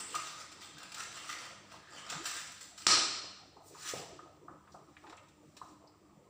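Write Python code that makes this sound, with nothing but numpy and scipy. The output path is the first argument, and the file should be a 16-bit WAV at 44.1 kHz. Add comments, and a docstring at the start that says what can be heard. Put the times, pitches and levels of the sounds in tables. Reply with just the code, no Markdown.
"""A hard tiled kitchen, heard from above the stove, with mains hum and low air noise under it all.
First thin packaging rustles off to the side: crowds of noise impulses, with band-noise snaps and squeaks.
A utensil then lands on a dish with one sharp clink: filtered contact noise and slowly dying sines.
Last a container is handled: damped sine knocks, a few heard from the start, with scuffs and swishes of noise.
Faint dull bumps of low noise run throughout."""
import sys
import numpy as np
from scipy import signal
from scipy.fft import rfft, irfft
from scipy.io import wavfile
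from scipy.ndimage import uniform_filter1d

SR = 44100
rng = np.random.default_rng(int(sys.argv[2]) if len(sys.argv) > 2 else 0)


def unload_audio(sound):
    """Save the sound as a 16-bit wav file, at the path given as the first command line argument."""
    columns = np.transpose(np.atleast_2d(sound))
    # keep every value between -1 and 1, then stretch to whole-number steps
    steps = np.round(np.clip(columns, -1, 1) * 32767)
    wavfile.write(sys.argv[1], SR, steps.astype(np.int16))


N = 277389
TIME = np.arange(N) / SR  # s

# Levels in the tables are relative: the mix gains, the room and the microphone act on them later.
# Hands squeeze the packaging:
# (time at the tightest [s], level [dB], 20 dB build-up [s], brightness [dB/octave])
SQUEEZES = [(0, -42, .02, -1), (.16, -45, .25, 0), (.28, -43.5, .2, 0), (.41, -47, .12, -.5),
            (.625, -46, 0.057, -.5), (.83, -51.5, 0.16, -2.5), (1.0, -40, .1, 0), (1.175, -45.5, .15, 0),
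            (1.3, -39, 0.081, -0.5), (1.44, -47.5, .3, -2), (1.73, -54, .15, -2), (1.98, -48, .14, -3),
            (2.12, -42, 0.11, -3), (2.268, -38.5, 0.04, 4), (2.385, -42.5, .25, 1), (2.47, -53.5, .2, 2.5),
            (2.64, -54.5, .2, 4.5), (2.795, -44.5, .03, 1.5)]
# The bag slides over the worktop with a smooth swish: (time at the fastest [s], level [dB], 20 dB build-up [s],
# brightness [dB/octave])
SWISHES = [(3.68, -62.5, 0.058, 11.5), (3.893, -37.5, 0.14, 1.5), (3.98, -47, 0.14, 3), (4.74, -70, .1, 6),
           (5.1, -67, .6, 0.5), (5.7, -67, 0.54, 4)]
LET_GO_S = 0.1  # a squeeze or swish falls 20 dB in this time once the hands ease off
# Spectrum of the creasing film: (frequency [Hz], level [dB])
FILM_SPECTRUM = [(40, -19.5), (150, -6.5), (400, -4), (800, -0.5), (1600, 4.5), (3000, 3.5), (6000, 3.5),
                 (9000, 3.5), (15000, 1)]
# A crease snaps through: (time [s], level [dB], centre frequency [Hz], 17 dB decay [s])
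SNAPS = [(0, -37, 7000, 0.014), (0.15, -30.5, 5850, 0.017), (.516, -48, 4070, 0.031),
         (0.782, -41.5, 5000, 0.007), (0.83, -41, 5000, 0.0093), (0.919, -37.5, 4640, 0.0062),
         (.944, -33.5, 5950, 0.0076), (0.981, -40, 7000, 0.0099), (1.155, -41.5, 2520, 0.0056),
         (1.716, -51.5, 1540, 0.016), (2.098, -33, 4600, 0.017), (2.254, -31, 5380, 0.031),
         (2.519, -42, 7300, 0.014), (2.608, -43.5, 5710, 0.025), (2.777, -41, 4470, .013)]
SNAP_OCTAVES = 2  # standard deviation of a snap's band
# Film drags over film with a thin squeak: (time [s], level [dB], pitch [Hz])
SQUEAKS = [(0, -44.5, 8280), (.146, -57.5, 1220), (0.769, -59, 1640), (1.156, -56, 2950),
           (1.29, -55.5, 1920), (1.781, -65, 1710), (1.87, -60, 1718), (1.962, -57, 3040),
           (2.24, -50, 1716)]
SQUEAK_OCTAVES, SQUEAK_S = .09, 0.18  # standard deviation of the band, 17 dB decay

# The utensil lands and settles: (time [s], level [dB])
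CLINKS = [(2.8664, 6), (2.893, -25.5), (2.908, -9.5)]
# Spectrum of the hard contact: (frequency [Hz], level [dB])
CONTACT_SPECTRUM = [(40, -5), (100, -1), (200, 4.5), (250, 0), (320, 8.5), (500, 2), (1000, 6), (2000, 6),
                    (3900, 8), (6000, 8), (7500, 8), (9000, 9), (15000, -5.5)]
# Broad, well damped resonances of dish and utensil: (frequency [Hz], width [Hz], gain [dB])
BODY_RESONANCES = [(4266, 120, 9.5), (4990, 200, 5), (5490, 89, 8), (5820, 120, 3.5), (8460, 89, -12)]
# One midrange line at the resonance of microphone or room, then lightly damped modes of the dish:
# (frequency [Hz], level [dB], 60 dB decay [s])
RING_LINES = [(1262, -10, .6), (4305, 0, .9), (4328, 0, .8), (4359, -3, .75), (4399, -3, .7),
              (4617, -8, .55), (4957, -2, .6), (5149, -1, .6), (5208, -4, .6), (5315, -1, .7),
              (5440, -6, .5), (5775, -6, .45), (5866, -4, .5), (7090, -10, .5)]
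RING_DB = -38.5  # gain on the ringing lines

# Hollow knocks of the container: (time [s], level [dB], pitch [Hz], 60 dB decay [s])
KNOCKS = [(.143, -32, 1140, 0.014), (.156, -36, 1230, 0.035), (1.07, -42.5, 503, 0.0083),
          (1.239, -38.5, 880, 0.0073), (1.506, -40.5, 700, 0.011), (1.74, -37.5, 850, 0.011),
          (2.123, -40, 686, 0.018), (3.24, -40, 594, 0.021), (3.935, -26.5, 492, 0.025),
          (3.972, -40, 171, 0.047), (4.19, -41, 1244, 0.016), (4.481, -36.5, 1187, 0.0098),
          (4.743, -35, 770, 0.0071), (5.614, -36.5, 1043, 0.023), (5.84, -45, 620, 0.015)]
# Spectrum of the dull thud in a knock: (frequency [Hz], level [dB])
THUD_SPECTRUM = [(50, -24.5), (140, 16), (220, -8.5), (400, 2), (700, 10.5), (1200, 6.5), (1750, 1.5),
                 (2300, -24), (5000, -35.5)]
# The container scuffs in the hand: (time [s], level [dB], centre frequency [Hz])
SCUFFS = [(3.566, -50.5, 804), (3.603, -52.5, 735), (3.707, -48.5, 453), (3.745, -49, 973),
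          (4.11, -50, 556), (4.198, -61, 1450), (4.258, -52, 666), (4.349, -61, 508), (4.5, -65, 1400),
          (5.04, -47, 800), (5.124, -47.5, 802), (5.819, -55, 536)]
SCUFF_OCTAVES, SCUFF_S = 0.37, 0.053  # standard deviation of the band, 17 dB decay
# The container ticks and rattles:
# (time [s], level [dB], centre frequency [Hz], band standard deviation [octaves], 17 dB decay [s])
TICKS = [(3.885, -34, 8500, 0.98, 0.024), (4.674, -58, 1350, 0.74, 0.024), (4.718, -59, 5240, 0.35, 0.055),
         (4.967, -49.5, 1980, 0.57, 0.019), (5.067, -49.5, 1200, 1.1, 0.021),
         (5.096, -48, 1500, 1.8, 0.024), (5.124, -49.5, 1284, 1.4, 0.022),
         (5.167, -52.5, 7000, 0.46, 0.015), (5.174, -54, 2210, 0.57, 0.032), (5.283, -57, 4630, 1.5, 0.024),
         (5.567, -45, 6000, 2.2, 0.031), (5.569, -62, 3970, .08, 0.072), (5.873, -59.5, 4760, .15, 0.029)]

# Something heavier is pushed along: (time at the loudest [s], level [dB], 20 dB build-up [s])
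SHOVES = [(.17, -54, 0.14), (2.16, -49.5, 0.13), (4.0, -47, 0.1), (4.52, -62, 0.04), (5.13, -57.5, 0.36)]
SHOVE_STOP_S = .27  # a shove falls 20 dB in this time
SHIFTING_DB = -62  # relative level of the light shifting in between
# Spectrum of the dull bumps: (frequency [Hz], level [dB])
BUMP_SPECTRUM = [(50, -4), (80, -4.5), (110, -12), (150, 4.5), (230, -5), (310, 8), (450, -1.5), (700, -2),
                 (1100, -6), (1700, -35.5), (4000, -28)]

# Spectrum of the low air noise: (frequency [Hz], level [dB])
AIR_SPECTRUM = [(30, -28), (75, 3.5), (150, -5.5), (240, -6.5), (500, -21), (900, -27.5), (2000, -18.5),
                (4000, -26.5), (15000, -18)]
# Lines of the mains hum: (frequency [Hz], level [dB])
HUM_LINES = [(100.2, -79), (150.5, -78.5), (200.6, -77), (301, -74)]

# Reverberation time of the tiled room: (frequency [Hz], 60 dB decay [s])
ROOM_T60 = [(100, 1), (400, 0.85), (1500, 0.89), (4000, 0.93), (6000, 0.8), (8000, 0.69), (11000, 0.45),
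            (15000, 0.3)]
# Response of the microphone: (frequency [Hz], gain [dB])
MIC_RESPONSE = [(25, -14.5), (50, -7.5), (80, -1.5), (2000, -0.5), (6300, -1), (6620, -14), (7000, 1.5),
                (7800, 0.5), (9000, -11), (10500, -18.5), (13600, -24), (14800, -13), (15500, -8.5)]
# Narrow midrange resonance of the microphone: (frequency [Hz], width [Hz], gain [dB])
MIC_RESONANCE = (1255, 80, 8.2)
EDGE_HZ = 15560  # upper band limit


def rustle(moves, slide, patchy_db, per_s=1200, spread_db=4.5):
    """Buckling and friction: each move makes random crease impulses while the film slides over itself."""
    crease_db = spread_db * np.minimum(rng.exponential(1, N), 4)
    size = amp(crease_db) * rng.choice([-1, 1], N)
    buckling = unit(size * (rng.random(N) < per_s / SR))
    creases = buckling + slide * rng.standard_normal(N)
    hz, at, z = signal.stft(unit(colour(creases, FILM_SPECTRUM)), SR, nperseg=256)
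    # each fold favours its own few pitches for a moment
    patches = smooth_field(z.shape, 4, 8)
    octaves = np.log2(np.clip(hz, 500, 12000) / 4000)[:, None]
    power = 0
    for s, db, build_s, tilt in moves:
        gain = swell(at, s, db, build_s, LET_GO_S) * amp(tilt * octaves)
        power = power + gain ** 2
    shaped = z * amp(patchy_db * patches) * np.sqrt(power)
    return signal.istft(shaped, SR, nperseg=256)[1][:N]


def creasing(snap_db=3.5, squeak_db=3.5):
    """Snap-through and friction: single creases give broad snaps, dragging film gives narrow squeaks."""
    snaps = bursts((s, db, hz, SNAP_OCTAVES, length) for s, db, hz, length in SNAPS)
    squeaks = bursts((s, db, hz, SQUEAK_OCTAVES, SQUEAK_S) for s, db, hz in SQUEAKS)
    return amp(snap_db) * snaps + amp(squeak_db) * squeaks


def clink(chatter_s):
    """Impact excitation: each hard contact chatters for milliseconds and shakes dish and utensil."""
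    contact = np.zeros(N)
    for s, db in CLINKS:
        add(contact, s, amp(db) * scatter(chatter_s))
    crack = colour(contact, CONTACT_SPECTRUM)
    return crack + sum(resonance(crack, *row) for row in BODY_RESONANCES)


def ringing(ring_db):
    """Free vibration: the first blow leaves the dish's close, beating modes and one midrange line ringing."""
    out, t = np.zeros(N), TIME[:SR]
    first_blow_s = CLINKS[0][0]
    for hz, db, t60 in RING_LINES:
        envelope = amp(ring_db + db - 60 * t / t60)
        add(out, first_blow_s, envelope * np.sin(2 * np.pi * (hz * t + rng.random())))
    return out


def knocks(rise=0.00042, thud_db=16, thud_s=0.024, reach=1.63, size=4096):
    """Damped resonance: each soft blow gives a dull thud and rings one hollow tone for a few cycles."""
    out, t = np.zeros(N), TIME[:size]
    for s, db, hz, t60 in KNOCKS:
        envelope = amp(-60 * t / t60) * (1 - np.exp(-t / rise))
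        tone = envelope * np.sin(2 * np.pi * hz * t)
        blow = tone + amp(thud_db) * colour(scatter(thud_s), THUD_SPECTRUM)
        # a lower blow carries less treble: the cutoff is reach times the pitch
        lowpass = signal.butter(4, reach * hz, fs=SR, output="sos")
        add(out, s, amp(db) * signal.sosfilt(lowpass, blow))
    return out


def handling(scuff_db=-3.5, tick_db=-1.5):
    """Sliding friction and light impact: the container turns in the hand with dull scuffs and short ticks."""
    scuffs = bursts((s, db, hz, SCUFF_OCTAVES, SCUFF_S) for s, db, hz in SCUFFS)
    return amp(scuff_db) * scuffs + amp(tick_db) * bursts(TICKS)


def shifting(lumpy_db):
    """Irregular friction: faint dull bumps come and go at changing low pitches and swell with each shove."""
    noise = colour(rng.standard_normal(N), BUMP_SPECTRUM)
    z = signal.stft(noise, SR, nperseg=1024, noverlap=768)[2]
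    lumps = np.minimum(smooth_field(z.shape, 4, 9), 2)
    bumps = signal.istft(z * amp(lumpy_db * lumps), SR, nperseg=1024, noverlap=768)[1][:N]
    shove_power = sum(swell(TIME, *row, SHOVE_STOP_S) ** 2 for row in SHOVES)
    return unit(bumps) * np.sqrt(amp(SHIFTING_DB) ** 2 + shove_power)


def background(air_db=-66, waver=0.93):
    """Stationary noise and line spectrum: low air noise, and a mains hum whose lines waver in level."""
    out = amp(air_db) * unit(colour(rng.standard_normal(N), AIR_SPECTRUM))
    for hz, db in HUM_LINES:
        drift = unit(signal.resample(rng.standard_normal(size=60), N))
        line = np.sqrt(2) * np.sin(2 * np.pi * (hz * TIME + rng.random()))
        out += amp(db) * (1 + waver * drift) * line
    return out


def kitchen(x, wet_db, near_s, build=0.0013):
    """Reverberation: direct sound scattered by stove and worktop, then the long tail of tiled walls."""
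    t = TIME[:round(1.3 * SR)]
    hz, at, z = signal.stft(rng.standard_normal(len(t)), SR, nperseg=256)
    decay = amp(-60 * at / read(ROOM_T60, hz)[:, None])
    tail = signal.istft(z * decay, SR, nperseg=256)[1][:len(t)]
    tail *= 1 - np.exp(-t / build)
    response = amp(wet_db) * tail / np.linalg.norm(tail)
    add(response, 0, scatter(near_s))
    return signal.fftconvolve(x, response / np.linalg.norm(response))[:N]


def scatter(length, size=4096):
    """Diffuse scattering: a noise burst of nearly even spectrum and unit energy, dying over length seconds."""
    z = rfft(rng.standard_normal(size) * np.exp(-TIME[:size] / length))
    burst = np.roll(irfft(z / abs(z)), 12)  # keep the phase only, with a short delay
    return burst * np.exp(-TIME[:size] / (10 * length))


def resonance(x, hz, width_hz, db):
    """Resonance: a single damped mode passes a band of x around hz."""
    return amp(db) * signal.lfilter(*signal.iirpeak(hz, hz / width_hz, SR), x)


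def bursts(rows, size=8192):
    """Band noise with exponential decay: short runs of cracks or slips, each in its own band."""
    out, t, hz = np.zeros(N), TIME[:size], np.fft.rfftfreq(size, 1 / SR)
    for s, db, centre_hz, width, length in rows:
        band = np.exp(-.5 * (np.log2((hz + 1) / centre_hz) / width) ** 2)
        burst = unit(irfft(rfft(rng.standard_normal(size)) * band))
        add(out, s, amp(db) * burst * np.exp(-2 * t / length))
    return out


def swell(t, s, db, build_s, release_s):
    """Exponential envelope: climbs 20 dB in build_s up to time s, then falls 20 dB in release_s."""
    return amp(db - 20 * np.maximum((s - t) / build_s, (t - s) / release_s))


def smooth_field(shape, bins, frames):
    """Local correlation: random values averaged over neighbouring bins and frames, at rms 1."""
    field = uniform_filter1d(rng.standard_normal(shape), size=bins, axis=0)
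    return unit(uniform_filter1d(field, size=frames, axis=1))


def colour(x, points, size=4096):
    """Minimum phase: a causal filter with the given spectrum, so that attacks stay sharp."""
    log_gain = np.log(amp(read(points, abs(np.fft.fftfreq(size, 1 / SR)))))
    taps = np.fft.ifft(np.exp(np.conj(signal.hilbert(log_gain)))).real
    return signal.oaconvolve(x, taps[:size // 2])[:len(x)]


def read(points, hz):
    """Logarithmic pitch scale: interpolates a spectrum on a log-frequency axis."""
    f, value = np.transpose(points)
    return np.interp(np.log(hz + 1), np.log(f + 1), value)


def amp(db):
    """Decibel law: level to amplitude gain."""
    return 10 ** (np.asarray(db) / 20)


def unit(x):
    """Mean power: scales to rms 1."""
    return x / np.sqrt(np.mean(x ** 2) + 1e-20)


def add(mix, s, sound):
    """Superposition: mixes a sound in at time s."""
    part = mix[max(round(s * SR), 0):][:len(sound)]
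    part += sound[:len(part)]


def scene():
    """Superposition: packaging far in the room, container nearer, the clink, shifting and background."""
    packaging = amp(1.0) * rustle(SQUEEZES, slide=.6, patchy_db=3.5) + creasing()
    swishes = amp(1.5) * rustle(SWISHES, slide=2.6, patchy_db=2.0)
    container = amp(3.0) * knocks() + handling() + swishes
    far = kitchen(packaging, wet_db=-1.5, near_s=0.004)
    near = kitchen(container, wet_db=-7.5, near_s=0.0025)
    struck = kitchen(clink(chatter_s=0.0034), wet_db=3.5, near_s=0.00041, build=0.017)
    strike = struck + ringing(RING_DB)
    return (far + near + strike + amp(-2.0) * shifting(lumpy_db=6.5) + background())[None]


def record(dry):
    """Linear filtering: the microphone adds a midrange resonance and uneven treble; then the band limit."""
    x = dry[0] + resonance(dry[0], *MIC_RESONANCE)
    edge = signal.firwin(801, EDGE_HZ, window=("kaiser", 9), fs=SR)
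    return signal.oaconvolve(colour(x, MIC_RESPONSE), edge, "same")[None]


dry = scene()
out = record(dry)
unload_audio(out)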